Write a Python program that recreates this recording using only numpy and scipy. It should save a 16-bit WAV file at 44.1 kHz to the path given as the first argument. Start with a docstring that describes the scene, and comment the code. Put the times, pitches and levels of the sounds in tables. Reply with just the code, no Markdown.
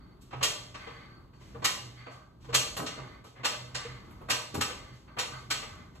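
"""A hydraulic floor jack is pumped, and its steel handle linkage clanks at the turns of each stroke.
The piston rubs and groans as it lifts, the handle rustles, small knocks ring a hollow part and the
frame thumps. Behind it the car body hums low over the hush of a bare garage. The clanks, knocks and
thumps echo in the room. Left and right sound partly alike and out of step."""
import sys
import numpy as np
from scipy import signal
from scipy.fft import rfft, irfft
from scipy.io import wavfile
from scipy.ndimage import uniform_filter1d

SR = 44100
rng = np.random.default_rng(int(sys.argv[2]) if len(sys.argv) > 2 else 0)


def log_audio(samples):
    """Write samples as a 16-bit WAV file to the path given in sys.argv[1]."""
    # one column per channel
    frames = np.atleast_2d(samples).T
    # limit to full scale, then quantise
    limited = np.clip(frames, -1, 1)
    pcm = np.round(limited * 32767).astype(np.int16)
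    wavfile.write(sys.argv[1], SR, pcm)


N = 264600  # 6 seconds


def gain_of(db):
    """Turns decibels into a number to multiply by."""
    return 10 ** (np.asarray(db) / 20)


def unit_rms(x):
    """Scales a signal so that its average power is 1."""
    return x / np.sqrt(np.mean(x ** 2) + 1e-20)


def look_up(table, hz):
    """Reads between the rows of a table, on a log-frequency scale."""
    f, value = np.transpose(table)
    return np.interp(np.log(hz + 1), np.log(f + 1), value)


def coloured(x, spectrum):
    """Makes each frequency louder or softer, as a table says."""
    return irfft(rfft(x) * gain_of(look_up(spectrum, np.fft.rfftfreq(N, 1 / SR))), N)


def resonate(x, hz, width):
    """Lets through a band of sound around one pitch."""
    pole = np.exp((2j * np.pi * hz - np.pi * width) / SR)
    return 2 * signal.lfilter([1 - abs(pole)], [1, -pole], x).real


def add(mix, start, sound):
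    """Mixes a sound in, beginning at start seconds."""
    part = mix[..., round(start * SR):][..., :sound.shape[-1]]
    part += sound[..., :part.shape[-1]]


def gritty(grit_db):
    """Noise whose samples differ widely in size, as from many tiny contacts."""
    return unit_rms(rng.standard_normal((2, N)) * gain_of(grit_db * np.minimum(rng.exponential(1, N), 6)))


def wander(samples):
    """A slow random drift: noise smoothed twice over this many samples."""
    return unit_rms(uniform_filter1d(uniform_filter1d(rng.standard_normal(N), samples), samples))


def smooth_gain(powers):
    """Turns rows of power, given every 64th sample, into gain at every sample."""
    return np.array([np.interp(np.arange(N), 64 * np.arange(len(p)), np.sqrt(p)) for p in powers])


def held(rows, attack_s=0.033, sag_db=-6, release_s=0.065):
    """One loudness curve per level column: each event rises, sags while it lasts, then fades."""
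    start, length, *db = np.transpose(rows)[..., None]
    t = np.arange(0, N + 64, 64) / SR - start
    rise = np.clip(t / attack_s, 0, 1)
    sag = gain_of(sag_db * np.clip(t / length, 0, 1))
    fade = np.exp(-np.maximum(t - length, 0) / release_s)
    return smooth_gain(((gain_of(db) * rise * sag * fade) ** 2).sum(axis=1))


# The tone of the room's hush: f/Hz, level/dB
AIR_TONE = [(18, -35), (30, -6), (50, 2.5), (85, 2.5), (130, -0.5), (250, -5.5), (380, -9.5), (470, -19),
            (750, -19.5), (1150, -17.5), (2000, -37), (4400, -34.5), (6000, -46), (11000, -46.5),
            (15000, -48)]

def air():
    """The room rumbles and hushes, swelling slowly."""
    level = gain_of(-53 + 2.55 * wander(6000))
    return level * unit_rms(coloured(rng.standard_normal((2, N)), AIR_TONE))


# Throbs of the car body: middle t/s, half-width/s, level/dB
THROBS = [(0.385, 0.025, -42.5), (0.6, 0.082, -60.5), (0.9, 0.12, -64), (1.4, 0.043, -64),
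          (1.6, .035, -47.5), (1.88, 0.053, -53), (2.02, 0.037, -54), (2.14, 0.024, -57.5),
          (2.56, 0.047, -42), (3.02, 0.038, -48), (3.42, 0.018, -51), (3.64, .05, -50.5),
          (3.77, 0.018, -47), (3.92, 0.034, -48), (4.33, 0.053, -50.5), (4.59, 0.052, -48.5),
          (4.93, 0.026, -52), (5.36, 0.055, -52), (5.51, 0.024, -53), (5.97, 0.034, -78)]

def car_hum(pitch_hz=125.3, waver_hz=3.99, drone_db=-64.5):
    """The car body hums one low, wavering note that throbs over a faint drone."""
    t = np.arange(N) / SR
    throbs = sum(gain_of(db) * np.exp(-.5 * ((t - middle) / half) ** 2) for middle, half, db in THROBS)
    phase = 2 * np.pi * np.cumsum(pitch_hz + waver_hz * wander(2000)) / SR
    return (gain_of(drone_db) + throbs) * unit_rms(np.sin(phase))


# How long the garage echoes: f/Hz, ring time/s (the time to fade by 60 dB, called t60 below)
ECHO_TIMES = [(100, 1), (500, 0.83), (1400, 0.4), (3700, 0.51), (9700, 0.43), (13800, 0.31), (14500, 0.25)]

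def garage_echo(x):
    """Dense echoes, each band dying at its own speed; three tails take turns so like blows differ."""
    hz, t, noise = signal.stft(rng.standard_normal((3, 2, SR)), SR, nperseg=256)
    fade = gain_of(-60 * t / look_up(ECHO_TIMES, hz)[:, None])
    tails = signal.istft(noise * fade, SR, nperseg=256)[1]
    tails *= np.minimum(np.arange(tails.shape[-1]) / (0.0027 * SR), 1)  # soft start
    turn = 2 * np.pi * 1.3 * np.arange(N) / SR
    out = np.zeros((2, N))
    for k, tail in enumerate(tails):
        share = np.sqrt(2 / 3) * np.cos(turn + k * np.pi / 3)
        out += signal.fftconvolve(x * share, tail / np.linalg.norm(tail[0]), axes=1)[:, :N]
    return out


def shudder(rise_s=0.045, t60=.9):
    """How much the linkage shakes: it swells just after each blow in CLANKS and dies slowly."""
    when, db = np.transpose(CLANKS)[:2, :, None]
    t = np.maximum(np.arange(0, N + 64, 64) / SR - when, 0)
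    shakes = (1 - np.exp(-(t / rise_s) ** 2)) * gain_of(db - 60 * t / t60)
    return smooth_gain([(shakes ** 2).sum(axis=0)])[0]


# Swings of the handle: start t/s, length/s, level/dB
SWINGS = [(0.2, .12, -66), (0.75, .28, -71), (1.33, 0.055, -67), (1.39, 0.2, -61), (2.1, 0.039, -54.5),
          (2.4, .1, -61.5), (3.24, 0.057, -55.5), (4.03, 0.32, -69), (4.92, .1, -62), (5.39, .04, -56),
          (5.92, .1, -70)]
# The tone of their rustle: f/Hz, level/dB
RUSTLE_TONE = [(1000, 0), (3000, 13), (6000, 8.5), (8000, 4), (9501, 0.5), (12000, -4.5), (13800, -15),
               (14600, -18.5)]

def handle_rustle():
    """The handle rustles as it swings, and as it shudders after a blow."""
    level = np.hypot(held(SWINGS)[0], gain_of(-24) * shudder())
    return level * unit_rms(coloured(gritty(1.8), RUSTLE_TONE))


# Rubs of the piston: start t/s, length/s, then level/dB for low rasp, high rasp and squeak
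RUBS = [(-0.03, 0.17, -63, -68, -69.5), (0.78, 0.28, -51.5, -50, -59.5), (1.08, 0.13, -57, -66, -65.5),
        (1.32, .03, -62, -75, -65), (1.39, 0.2, -77, -63.5, -81), (1.95, 0.2, -58, -54, -61.5),
        (2.09, 0.16, -53.5, -75, -71), (2.88, 0.27, -51.5, -51, -63), (3.35, .1, -66, -55, -92),
        (3.58, 0.17, -57, -62, -69), (3.77, .21, -50, -49, -59.5), (4.0, 0.31, -61.5, -64.5, -76),
        (4.62, 0.32, -54.5, -55, -63), (5.07, 0.1, -55.5, -64, -70), (5.31, 0.068, -41.5, -48.5, -54),
        (5.6, 0.24, -51.5, -55, -78)]
# The pitches that ring in each of those three sounds: f/Hz, width/Hz, level/dB
LOW_RASP = [(629, 89, -11.5), (892, 310, -4.5), (1149, 200, 1), (1554, 80, -4.5)]
HIGH_RASP = [(1730, 330, 0.5), (2052, 90, 2), (2180, 79, -2.5), (2357, 470, -2), (3040, 1200, -2.5),
             (3700, 1300, -17)]
SQUEAK = [(4467, 73, 0)]

def piston_rub():
    """Seals and pivots rub under load or shudder after a blow, ringing the cylinder and arm."""
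    grit, out = gritty(0.75), np.zeros((2, N))
    shaking = gain_of([-25.5, -26.5, -43])[:, None] * shudder()
    levels = np.hypot(held(RUBS), shaking)
    for level, modes in zip(levels, (LOW_RASP, HIGH_RASP, SQUEAK)):
        rub = sum(gain_of(db) * unit_rms(resonate(resonate(grit, hz, width), hz, width))
                  for hz, width, db in modes)
        out += level * unit_rms(rub)
    return out


# Knocks on a hollow part: t/s, level/dB, f/Hz, ring time/s
KNOCKS = [(0.335, -50.5, 444, 0.12), (0.752, -59, 480, 0.12), (0.874, -23.5, 465.5, 0.069),
          (1.55, -30.5, 468, 0.16), (2.07, -37, 479, 0.1), (2.492, -25.5, 468, 0.091),
          (2.979, -53, 455, 0.13), (3.435, -66, 456, 0.095), (3.755, -42, 496, 0.15),
          (3.854, -22, 471, 0.073), (4.705, -31, 500, 0.085), (5.624, -33, 454, 0.096)]

def hollow_knocks():
    """Each knock rings a hollow part on one note that starts softly."""
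    out, t = np.zeros((2, N)), np.arange(SR // 2) / SR
    rise = 1 - np.exp(-t / 0.017)
    for when, db, hz, t60 in KNOCKS:
        note = np.sin(2 * np.pi * (hz * t + rng.random((2, 1))))
        add(out, when - .004, rise * gain_of(db - 60 * t / t60) * note)
    return out


# Heavy, dull thumps of the jack's frame: t/s, level/dB, ring time multiplier
THUMPS = [(2.795, -29.5, 1.0), (2.824, -29.5, 1), (4.545, -25, 1.0), (4.581, -16.5, 0.72)]
# The frame's notes: f/Hz, level/dB, ring time/s
FRAME_NOTES = [(90, -11.5, 0.23), (165, -6, 0.079), (245, -7, 0.16), (304, -9, 0.15), (403, -4.5, 0.11),
               (544, -10, 0.064), (725, -37, .1), (848, -19, 0.098)]

def frame_thumps():
    """Each thump rings all the frame's low notes, in a slightly different mix every time."""
    out, t = np.zeros((2, N)), np.arange(SR // 2) / SR
    hz, note_db, t60 = np.transpose(FRAME_NOTES)[..., None]
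    rise = 1 - np.exp(-t / 0.0064)
    for when, db, stretch in THUMPS:
        softer_db = 3.1 * rng.random(hz.shape)
        notes = np.sin(2 * np.pi * (hz * t + rng.random((2, *hz.shape))))
        fade = gain_of(db + note_db - softer_db - 60 * t / (t60 * stretch))
        add(out, when - .004, (rise * fade * notes).sum(axis=1))
    return out


# Blows in the steel linkage: t/s, level/dB, then extra level/dB for the body, bright and top bands
CLANKS = [(0.214, -67.5, -4.5, 5.5, 11), (0.311, -46, -3, -11, -44), (0.3313, -36, 2, -18.5, -45.5),
          (0.413, -32, 0, -12.5, -46), (0.432, -20.5, -12, 1.5, -6), (0.7478, -35, -6, -10, -54),
          (0.872, -40, -2, -14, -47), (1.076, -53, -15, -32, -35), (1.273, -70, -9, -20, -30),
          (1.334, -57.5, -1, -14, -29), (1.4087, -60.5, 5, -22, -29), (1.55, -49, 7.5, -20, -27),
          (1.624, -39.5, 7.5, -7.5, -39), (1.6474, -20.5, -12, 0, -6), (2.006, -51, -11.5, -17, -38),
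          (2.0663, -41, 1, -20, -39), (2.447, -51.5, 1.5, -7, -27), (2.4923, -44.5, 0, -9.5, -36.5),
          (2.5318, -27.5, -3.5, -9, -29), (2.5465, -22, -7, 4.5, -2), (2.7693, -33, -1, -1.5, 1),
          (2.7935, -43.5, 12, -31, -27), (2.8194, -54.5, 11.5, -22, -18), (2.8657, -31.5, -10, -0.5, -44),
          (2.9785, -49, 11.5, -6, -41), (3.244, -54, 8.5, -3.5, -4), (3.3623, -51, 0.5, -39, -33),
          (3.397, -53, 6.5, -18, -36), (3.4369, -31, -2, -9.5, -42), (3.4502, -22, -9.5, -1, -11.5),
          (3.7504, -30, -7.5, 0.5, -51), (3.8544, -40.5, -12.5, -24, -38), (4.1086, -51.5, -4, -35, -5),
          (4.212, -51, 7.5, -24, -11), (4.2896, -31.5, -1.5, -13, -16), (4.3025, -21.5, -8.5, -0.5, -7.5),
          (4.5457, -36, 4, -1, -1), (4.58, -55, 11, -9, -11), (4.6118, -24, -8, -1.5, -8.5),
          (4.707, -38, -7.5, -6.5, -29), (5.0786, -51.5, -2, -20, -29), (5.171, -33.5, -1, -25, -23),
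          (5.1903, -23.5, -9, -2.5, -12), (5.5069, -23, -10.5, -2, -11.5), (5.6236, -35.5, -7, -14, -40),
          (5.954, -55, 0, -4.5, -11)]
# The tone shared by all blows: f/Hz, level/dB
CRACK_TONE = [(30, -30), (70, -2), (200, 2), (600, 3.5), (1200, 6.5), (2000, 1), (3500, 3.5), (5500, 5.5),
              (7600, 7.5), (9000, 0.5), (11400, -0.5), (12600, -8), (13700, -7.5), (14500, -14.5),
              (16000, -24)]
# The steel's notes: f/Hz, level/dB, ring time/s (limited to 0.25 s when played)
STEEL_NOTES = [(625.5, -12, 0.3), (822, -9, 0.18), (1038, -14, 0.43), (1185, -0.5, 0.034),
               (1281.6, -9, 0.16), (1551, -6.5, 0.057), (1990, -14.5, 0.31), (2510, -15.5, 0.066),
               (2686, -10.5, 0.078), (2840, -4.5, 0.12), (3196, -12.5, 0.19), (3265, -8.5, 0.15),
               (3760, -6.5, 0.037), (4450, -10.5, 0.05), (4324, -7.5, 0.1), (4410, -4.5, 0.052),
               (5355, -2, 0.074), (5800, -6, 0.11), (6880, -14, 0.058), (7090, -31, 0.052),
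               (7160, -25.5, 0.049), (7800, -8, 0.12), (6946, -11.5, .12), (8370, -3, 0.09)]

def linkage_clanks(rise_s=0.012):
    """Each blow is a short chatter of contacts that cracks and sets the steel ringing."""
    age = np.arange(SR // 4) / SR / rise_s
    burst = (age * np.exp(1 - age)) ** 2
    chatter = np.zeros((6, N))  # one loudness curve per band, from low to high
    for when, db, body_db, bright_db, top_db in CLANKS:
        thud_db = -1.5 + 1.6 * body_db
        treble_db = -8.5 + 1.61 * bright_db
        bands_db = np.array([thud_db, body_db, 0, bright_db, treble_db, top_db])
        add(chatter, when - 0.55 * rise_s, gain_of(db + bands_db)[:, None] * burst)
    hz = np.fft.rfftfreq(N, 1 / SR)
    # Each filter keeps what is above its edge; one minus the next leaves a band.
    above = [1] + [1 / (1 + (edge_hz / (hz + 1)) ** 6) for edge_hz in (350, 1300, 2700, 5000, 9800)] + [0]
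    grit = gritty(3.3)
    spectrum = sum((above[k] - above[k + 1]) * rfft(grit * chatter[k]) for k in range(6))
    crack = coloured(irfft(spectrum, N), CRACK_TONE)
    t = np.arange(SR // 2) / SR
    ring = sum(gain_of(db - 60 * t / min(t60, .25)) * np.sin(2 * np.pi * f * t)
               for f, db, t60 in STEEL_NOTES)
    return crack + gain_of(-37) * signal.fftconvolve(crack, ring[None], axes=1)[:, :N]


def scene():
    """The struck parts and their echoes, over rub, rustle, hum and air."""
    steel = linkage_clanks()
    hollow = hollow_knocks() + frame_thumps()
    echo = garage_echo(gain_of(-2) * steel + gain_of(-14.5) * hollow)
    return steel + hollow + echo + piston_rub() + handle_rustle() + car_hum() + air()


# How alike left and right sound: f/Hz, likeness (0 to 1)
STEREO_LIKENESS = [(30, .98), (200, .92), (500, .68), (860, .25), (1900, .55), (2900, .1), (3300, .55),
                   (4300, .1), (5100, .85), (5900, .55), (7100, .97), (8100, .65), (8800, .6), (9200, .998),
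                   (10200, .998), (10600, .62), (11500, .72), (12100, .995), (13100, .995), (13900, .6),
                   (14400, .99), (15200, .99), (15700, .7)]
# How far right leads left: f/Hz, lead/half turns (1 is upside down, below 0 is behind)
STEREO_LEAD = [(60, 0), (500, .22), (860, .6), (1200, -.15), (2300, -.2), (3300, .5), (4600, 1.),
               (5000, 1.), (6000, .45), (7000, 0.), (7500, -.05), (8400, -.5), (9100, -1.), (10250, -1.),
               (11200, -1.65), (11900, -2.), (13300, -2.), (14200, -3.), (16000, -3.)]

def record(dry, cutoff_hz=15790):
    """Left and right are partly alike and out of step; some treble bands match or oppose almost fully."""
    hz = np.fft.rfftfreq(N, 1 / SR)
    left, other = rfft(dry)
    likeness = look_up(STEREO_LIKENESS, hz)
    shift = np.exp(1j * np.pi * look_up(STEREO_LEAD, hz))
    right = likeness * shift * left + np.sqrt(1 - likeness ** 2) * other
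    stereo = irfft(np.array([left, right]), N)
    lowpass = signal.firwin(511, cutoff_hz, window=("kaiser", 9), fs=SR)  # cuts the highest treble
    return signal.oaconvolve(stereo, lowpass[None], "same")


dry = scene()
out = record(dry)
log_audio(out)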